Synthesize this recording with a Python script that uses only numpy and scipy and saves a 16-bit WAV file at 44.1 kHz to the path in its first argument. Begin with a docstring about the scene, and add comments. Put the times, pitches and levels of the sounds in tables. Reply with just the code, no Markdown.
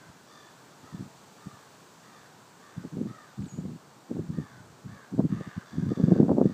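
"""Crows caw from the trees along a lake shore, heard from a wooden dock; a small bird chips once.
Each caw is a rough pulse train from the syrinx, filtered by the resonances of throat, mouth and beak.
A rising breeze buffets the microphone: each eddy is a brief pressure pulse that rings its bass filter.
Under it all lie the soft wash of rippling water and a steady hiss."""
import sys
import numpy as np
from scipy import signal
from scipy.fft import rfft, irfft
from scipy.io import wavfile
from scipy.ndimage import uniform_filter1d

SR = 44100
rng = np.random.default_rng(int(sys.argv[2]) if len(sys.argv) > 2 else 0)


def put_to_file(sound):
    """Save the sound as 16-bit audio at rate SR, in the file named by the first command-line argument."""
    columns = np.atleast_2d(sound).T  # one column per channel
    safe = np.clip(columns, -1, 1)
    whole_steps = np.round(safe * 32767)
    wavfile.write(sys.argv[1], SR, whole_steps.astype(np.int16))


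N = 288255
TIME = np.arange(N) / SR


def crows():
    """Superposition: caws follow one another, then overlap as several birds call together."""
    # calls: (start [s], end [s], top pitch [Hz], final pitch [Hz], level [dB], rasp [0-1],
    # throat gain [dB], beak gain [dB])
    calls = [ (-.14, 0.096, 565, 487, -59.5, 0.42, 3, -12), (0.264, 0.534, 606, 563, -59, 0.23, 4, 5),
             (0.819, 1.033, 644, 532, -60, 0.4, 8, 3), (1.362, 1.712, 609, 499, -62, 0.3, 7.5, 0),
             (2.017, 2.3, 633, 494, -60, 0.58, 4, 1), (2.586, 2.859, 592, 473, -60, 0.4, 4.5, -3),
             (3.057, 3.34, 644.4, 465, -56.5, 0.43, 8, -2), (4.308, 4.616, 609, 471, -59, 0.46, 0, -4),
             (4.87, 5.065, 577, 519, -57, 0.38, -2, -8),
             (5.279, 5.65, 598.4, 489.7, -54.5, 0.76, 2.5, -5.5),
             (5.648, 5.879, 571, 523, -57.5, .35, -5, 1), (5.875, 6.064, 609, 507, -55.5, 0.55, 7, 3.5),
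             (6.025, 6.227, 554, 503, -55, 0.62, 0.5, -1.5), (6.424, 6.712, 622, 504, -58.5, 0.64, -2, -1),
             ]
    out = np.zeros(N)
    for start, end, top_hz, end_hz, db, rasp, throat_db, beak_db in calls:
        add(out, start, undb(db) * caw(end - start, top_hz, end_hz, rasp, throat_db, beak_db))
    return out


def caw(length, top_hz, end_hz, rasp, throat_db, beak_db, mouth_hz=1520):
    """Source and filter: a pitch that leaps and sags excites the resonances of the vocal tract."""
    # beak resonances: (centre [Hz], width [Hz], relative gain [dB])
    beak_modes = [(2600, 1600, -26.5), (3480, 270, -6), (4800, 600, -11.5), (5600, 1700, -14)]
    along = np.linspace(0, 1, int(length * SR))
    hz = np.interp(along, [0, .17, .38, 1], [.87 * top_hz, top_hz, .98 * top_hz, end_hz])
    source = syrinx(hz, rasp)
    # as the bill closes, the mouth follows the third harmonic halfway and takes over from the throat
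    mouth = glide(source, (3 * hz + mouth_hz) / 2, width_hz=500)
    mouth *= np.interp(along, [0, .6, 1], [.8, 1.1, 1.25])
    throat = resonate(source, hz=1290, width_hz=260) * np.interp(along, [0, .4, 1], [1, 1, .2])
    beak = sum(undb(db) * resonate(source, centre, width) for centre, width, db in beak_modes)
    # harsh calls fill the gap above the mouth resonance
    snarl = rasp ** 2 * undb(-8) * resonate(source, hz=2750, width_hz=890)
    effort = np.interp(along, [0, .07, .55, .92, 1], [0, .95, 1, .7, 0])
    return unit((mouth + snarl + undb(throat_db) * throat + undb(beak_db) * beak) * effort)


def syrinx(hz, rasp, flutter_hz=72):
    """Modulation roughens a harmonic pulse train; rasp adds jitter, hiss and a stronger third cycle."""
    size = len(hz)
    jitter = 1 + .075 * rasp * wander(330, size)
    phase = phase_of(hz * jitter)
    pulses = unit(sum(np.cos(k * phase) for k in range(1, 15)))
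    subharmonic = 1 + 1.3 * rasp * np.cos(phase / 3 + .6 * wander(60, size))
    flutter = 1 + .7 * np.cos(phase_of(flutter_hz * (1 + .2 * wander(60, size))))
    hiss = .8 * rasp * rng.standard_normal(N)[:size]
    return (pulses * subharmonic + hiss) * flutter


def buffets(trim_db=-.86, scatter_db=2.5, swarm_s=.02984, fade_db_per_s=379.5, count=6):
    """Impulse excitation: each hard eddy thuds amid a swarm of weaker ones; narrow ones are brighter."""
    # hardest eddies: (time [s], peak level before trim [dB], half-width [ms])
    thuds = [(0.071, -42.5, 1.9), (0.101, -39, 3), (0.847, -36, 1.9), (.948, -30, 1.9), (1.01, -28, 1.6),
             (1.471, -30.5, 1.7), (1.542, -42.5, 2.7), (2.782, -27.5, 2.35), (2.852, -28, 0.84),
             (2.98, -20.5, 0.89), (3.015, -19.5, 1.03), (3.06, -26, 1.1), (3.1, -29.5, 1.7),
             (3.406, -24, 2.75), (3.435, -28, 2), (3.468, -30.5, 1.8), (3.587, -22.5, 1.14),
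             (3.655, -29, 0.98), (4.115, -20, 0.85), (4.169, -22, .7), (4.195, -17.5, 1.14),
             (4.303, -21.5, 2.15), (4.387, -21, 1.17), (4.86, -31.5, 1.8), (5.14, -24.5, 1.6),
             (5.194, -10.5, 0.76), (5.203, -18.5, 0.35), (5.253, -15, 1.33), (5.328, -16.5, 2.1),
             (5.411, -23.5, 0.72), (5.476, -28, 1.82), (5.58, -23, 2.3), (5.785, -18.5, 1.95),
             (5.832, -23, 1.9), (5.868, -19, 1.65), (5.92, -14.5, 0.98), (6.0, -17.5, 0.74),
             (6.041, -12, 1.44), (6.086, -14.5, 1.1), (6.121, -5.5, 0.82), (6.163, -17, 0.56),
             (6.202, -5, 0.78), (6.231, -9, 0.79), (6.294, -13, 0.33), (6.317, -6.5, 0.52),
             (6.384, -10.5, 0.47), (6.415, -7.5, 0.47), (6.458, -6, 1.2), (6.521, -26.5, 2.4)]
    out = np.zeros(N)
    for time, peak_db, half_ms in thuds:
        offsets = swarm_s * ((np.arange(count) + rng.random(count)) / count - .5)
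        swarm_db = -7 - fade_db_per_s * np.abs(offsets) + scatter_db * rng.standard_normal(count)
        widths = half_ms * np.r_[1, np.full(count, 1.085)]
        pulses = eddies(time + np.r_[0, offsets], widths, rng.random(count + 1))
        for (start, pulse), db in zip(pulses, np.r_[0, swarm_db]):
            add(out, start, undb(peak_db + trim_db + db) * pulse)
    return out


def turbulence(trim_db=-.47, scatter_db=4, swell_db=7, count=1400):
    """Shot noise: weak eddies, uneven in timing, size and width, fill gusts that swell and sag."""
    # gusts: (start [s], length [s], crest position [0-1], typical crest level before trim [dB],
    # typical eddy half-width [ms])
    gusts = [(0.919, 0.17, 0.48, -38.5, 2.02), (2.779, 0.11, 0.74, -38, 1.95),
             (2.914, 0.22, 0.25, -32, 1.55), (3.37, 0.089, 0.56, -35.5, 2), (3.517, 0.27, 0.61, -35, 1.8),
             (4.091, 0.15, 0.43, -33.5, 1.35), (4.221, 0.24, 0.85, -36.5, 1.82),
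             (4.49, 0.3, 0.071, -50, 2.9), (4.845, .13, 0.68, -41, 2.5), (5.113, 0.169, 0.7, -28, 1.6),
             (5.284, 0.15, 0.53, -31.5, 1.9), (5.717, .23, 0.79, -28.5, 1.86),
             (5.965, 0.56, 0.58, -22.5, 1.07)]
    slots, spreads, turns = rng.random((count, 3)).T
    times = (np.arange(count) + slots) / count * N / SR
    sizes = undb(trim_db + scatter_db * rng.standard_normal(count))
    widths = np.exp(.63 * (spreads - .5))
    out = np.zeros(N)
    for onset, length, crest, db, half_ms in gusts:
        age = times - onset
        sag_db = np.interp(age / length, [0, crest, 1], [swell_db, 0, swell_db])
        force = sizes * undb(db - sag_db) * envelope(age, length, attack_s=.01, release_s=.018)
        blowing = force > 0
        pulses = eddies(times[blowing], half_ms * widths[blowing], turns[blowing])
        for (start, pulse), size in zip(pulses, force[blowing]):
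            add(out, start, size * pulse)
    return out


def eddies(times, half_ms, turns, port_hz=840, bass_cut_hz=167.5):
    """Transient response: pressure pulses, softened by the microphone's port, ring its bass filter."""
    t = np.arange(-600, 1800) / SR
    fade = signal.windows.tukey(len(t), .4)
    # the phase, in turns, sets how lopsided each pulse is
    pulses = fade * np.exp(2j * np.pi * turns[:, None]) / (1 - 1000j * t / half_ms[:, None])
    softened = signal.sosfilt(signal.butter(2, port_hz, fs=SR, output="sos"), pulses)
    ringing = fade * signal.sosfilt(signal.butter(4, bass_cut_hz, "high", fs=SR, output="sos"), softened)
    magnitude = np.abs(ringing)
    starts = times - magnitude.argmax(axis=1) / SR
    return zip(starts, ringing.real / magnitude.max(axis=1, keepdims=True))


def small_bird(high_hz=8350, low_hz=6580, swoop_s=.047, rise_hz_per_s=6000):
    """Frequency modulation: a thin whistle swells as it swoops down, then creeps up as it fades."""
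    # a faint lead-in and the full note: (start [s], length [s], level at the swoop's foot [dB])
    notes = [(3.404, .045, -61), (3.458, .16, -55.5)]
    swell_db_per_s, fade_db_per_s = 220, 130
    out = np.zeros(N)
    for start, length, db in notes:
        t = TIME[:int(length * SR)]
        before, after = np.maximum(swoop_s - t, 0), np.maximum(t - swoop_s, 0)
        swoop = np.sin(np.pi / 2 * before / swoop_s) ** 2
        hz = low_hz + (high_hz - low_hz) * swoop + rise_hz_per_s * after
        hz *= 1 + .0208 * wander(590, len(t))
        gain = undb(db - swell_db_per_s * before - fade_db_per_s * after)
        gain *= envelope(t, length, attack_s=.0048, release_s=.0048)
        add(out, start, np.sqrt(2) * gain * np.sin(phase_of(hz)))
    return out


def shore(x, wet_db=-7, t60_s=.5):
    """Reverberation: trunks and house fronts scatter the calls into a short, dull tail."""
    tail = colour(rng.standard_normal(SR), [(1500, 0), (8000, -5)]) * undb(-60 * TIME[:SR] / t60_s)
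    tail /= np.sqrt(np.sum(tail ** 2))
    return x + undb(wet_db) * signal.fftconvolve(x, tail)[:N]


def ticks(decay_s=.003):
    """Damped resonance: brief noise bursts in a broad band are heard as tiny dry ticks."""
    # faint ticks around the chip: (time [s], centre [Hz], peak level [dB])
    bursts = [(3.405, 5000, -52), (3.421, 2550, -49), (3.443, 3600, -52), (3.457, 3800, -50),
              (3.484, 2500, -52)]
    out, t = np.zeros(N), TIME[:1024]
    for start, hz, db in bursts:
        tick = resonate(rng.standard_normal(len(t)) * np.exp(-t / decay_s), hz, width_hz=1400)
        add(out, start, undb(db) * tick / np.abs(tick).max())
    return out


def lake(flicker_db=.7):
    """Modulated noise: ripples wash the shore, each band flickering on its own, under a smooth hiss."""
    # spectrum of the ripples: (frequency [Hz], relative level [dB])
    wash_spectrum = [(24, -66), (40, -30), (136, 3), (250, -0.5), (288, -1.5), (325, -2), (461, -2),
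                     (521, -4.5), (569, -3.5), (961, -3), (1590, -8), (2600, -23), (3380, -50),
                     (5720, -120)]
    # spectrum of the hiss: (frequency [Hz], relative level [dB])
    hiss_spectrum = [(1350, -28.5), (2300, -0.5), (2430, -1), (2700, -0.5), (3060, -0.5), (3340, -0.5),
                     (4670, 0.5), (5050, -2.5), (5690, -1), (7820, -0.5), (10000, -13), (14700, -12.5),
                     (15400, -12)]
    # slow drift of the background: (time [s], wash level [dB], hiss level [dB])
    levels = [(0, -55.5, -61.5), (1.5, -54.5, -60), (2.6, -55, -61.5), (4.3, -56, -63), (6.54, -54, -62.5)]
    times, wash_db, hiss_db = np.transpose(levels)
    edges_hz = [20, 200, 350, 550, 800, 1100, 1400, 1800, 6000]
    water = rfft(colour(rng.standard_normal(N), wash_spectrum))
    f = np.fft.rfftfreq(N, 1 / SR)
    bands = (irfft(water * (f >= lo) * (f < hi), N) for lo, hi in zip(edges_hz, edges_hz[1:]))
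    wash = unit(sum(band * undb(flicker_db * wander(16)) for band in bands))
    hiss = unit(colour(rng.standard_normal(N), hiss_spectrum))
    return wash * undb(np.interp(TIME, times, wash_db)) + hiss * undb(np.interp(TIME, times, hiss_db))


def resonate(x, hz, width_hz):
    """Cascaded resonance: two passes steepen the skirts."""
    b, a = signal.iirpeak(hz, hz / width_hz, fs=SR)
    return signal.lfilter(b, a, signal.lfilter(b, a, x))


def glide(x, hz, width_hz):
    """Heterodyning: shifting down, low-passing and shifting back makes a moving resonance."""
    carrier = np.exp(1j * phase_of(hz))
    lowpass = signal.butter(2, width_hz / 2, fs=SR, output="sos")
    return 2 * (carrier * signal.sosfilt(lowpass, x / carrier)).real


def colour(x, points):
    """Spectral shaping by (frequency [Hz], gain [dB]) points."""
    hz, db = np.transpose(points)
    f = np.maximum(np.fft.rfftfreq(len(x), 1 / SR), 1)
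    return irfft(rfft(x) * undb(np.interp(np.log(f), np.log(hz), db)), len(x))


def wander(rate_hz, size=N):
    """A moving average smooths random steps into a drift with spread 1."""
    hold = max(int(SR / rate_hz), 2)
    steps = np.repeat(rng.standard_normal(N // hold + 1), hold)[:N]
    return 1.23 * uniform_filter1d(steps, hold)[:size]


def phase_of(hz):
    """Phase, in radians, is the integral of frequency."""
    return 2 * np.pi * np.cumsum(hz) / SR


def envelope(t, length, attack_s, release_s):
    """Trapezoidal envelope: attack, hold and release, silent outside."""
    return np.clip(np.minimum(t / attack_s, (length - t) / release_s), 0, 1)


def undb(db):
    """Decibels to amplitude ratio."""
    return 10 ** (np.asarray(db) / 20)


def unit(x):
    """Normalisation to rms 1."""
    return x / np.sqrt(np.mean(x ** 2))


def add(out, start, sound):
    """Superpose a sound at a start time, trimmed to the scene."""
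    i = int(round(start * SR))
    lo, hi = max(i, 0), min(i + len(sound), N)
    if hi > lo:
        out[lo:hi] += sound[lo - i:hi - i]


def scene():
    """Pressures add: distant birds over the lake, wind right at the microphone."""
    return (shore(crows() + small_bird()) + ticks() + lake() + buffets() + turbulence())[None]


def record(dry, top_hz=15350):
    """Band limiting: an elliptic low-pass cuts the top steeply."""
    return signal.sosfilt(signal.ellip(12, .1, 90, top_hz, fs=SR, output="sos"), dry)


dry = scene()
out = record(dry)
put_to_file(out)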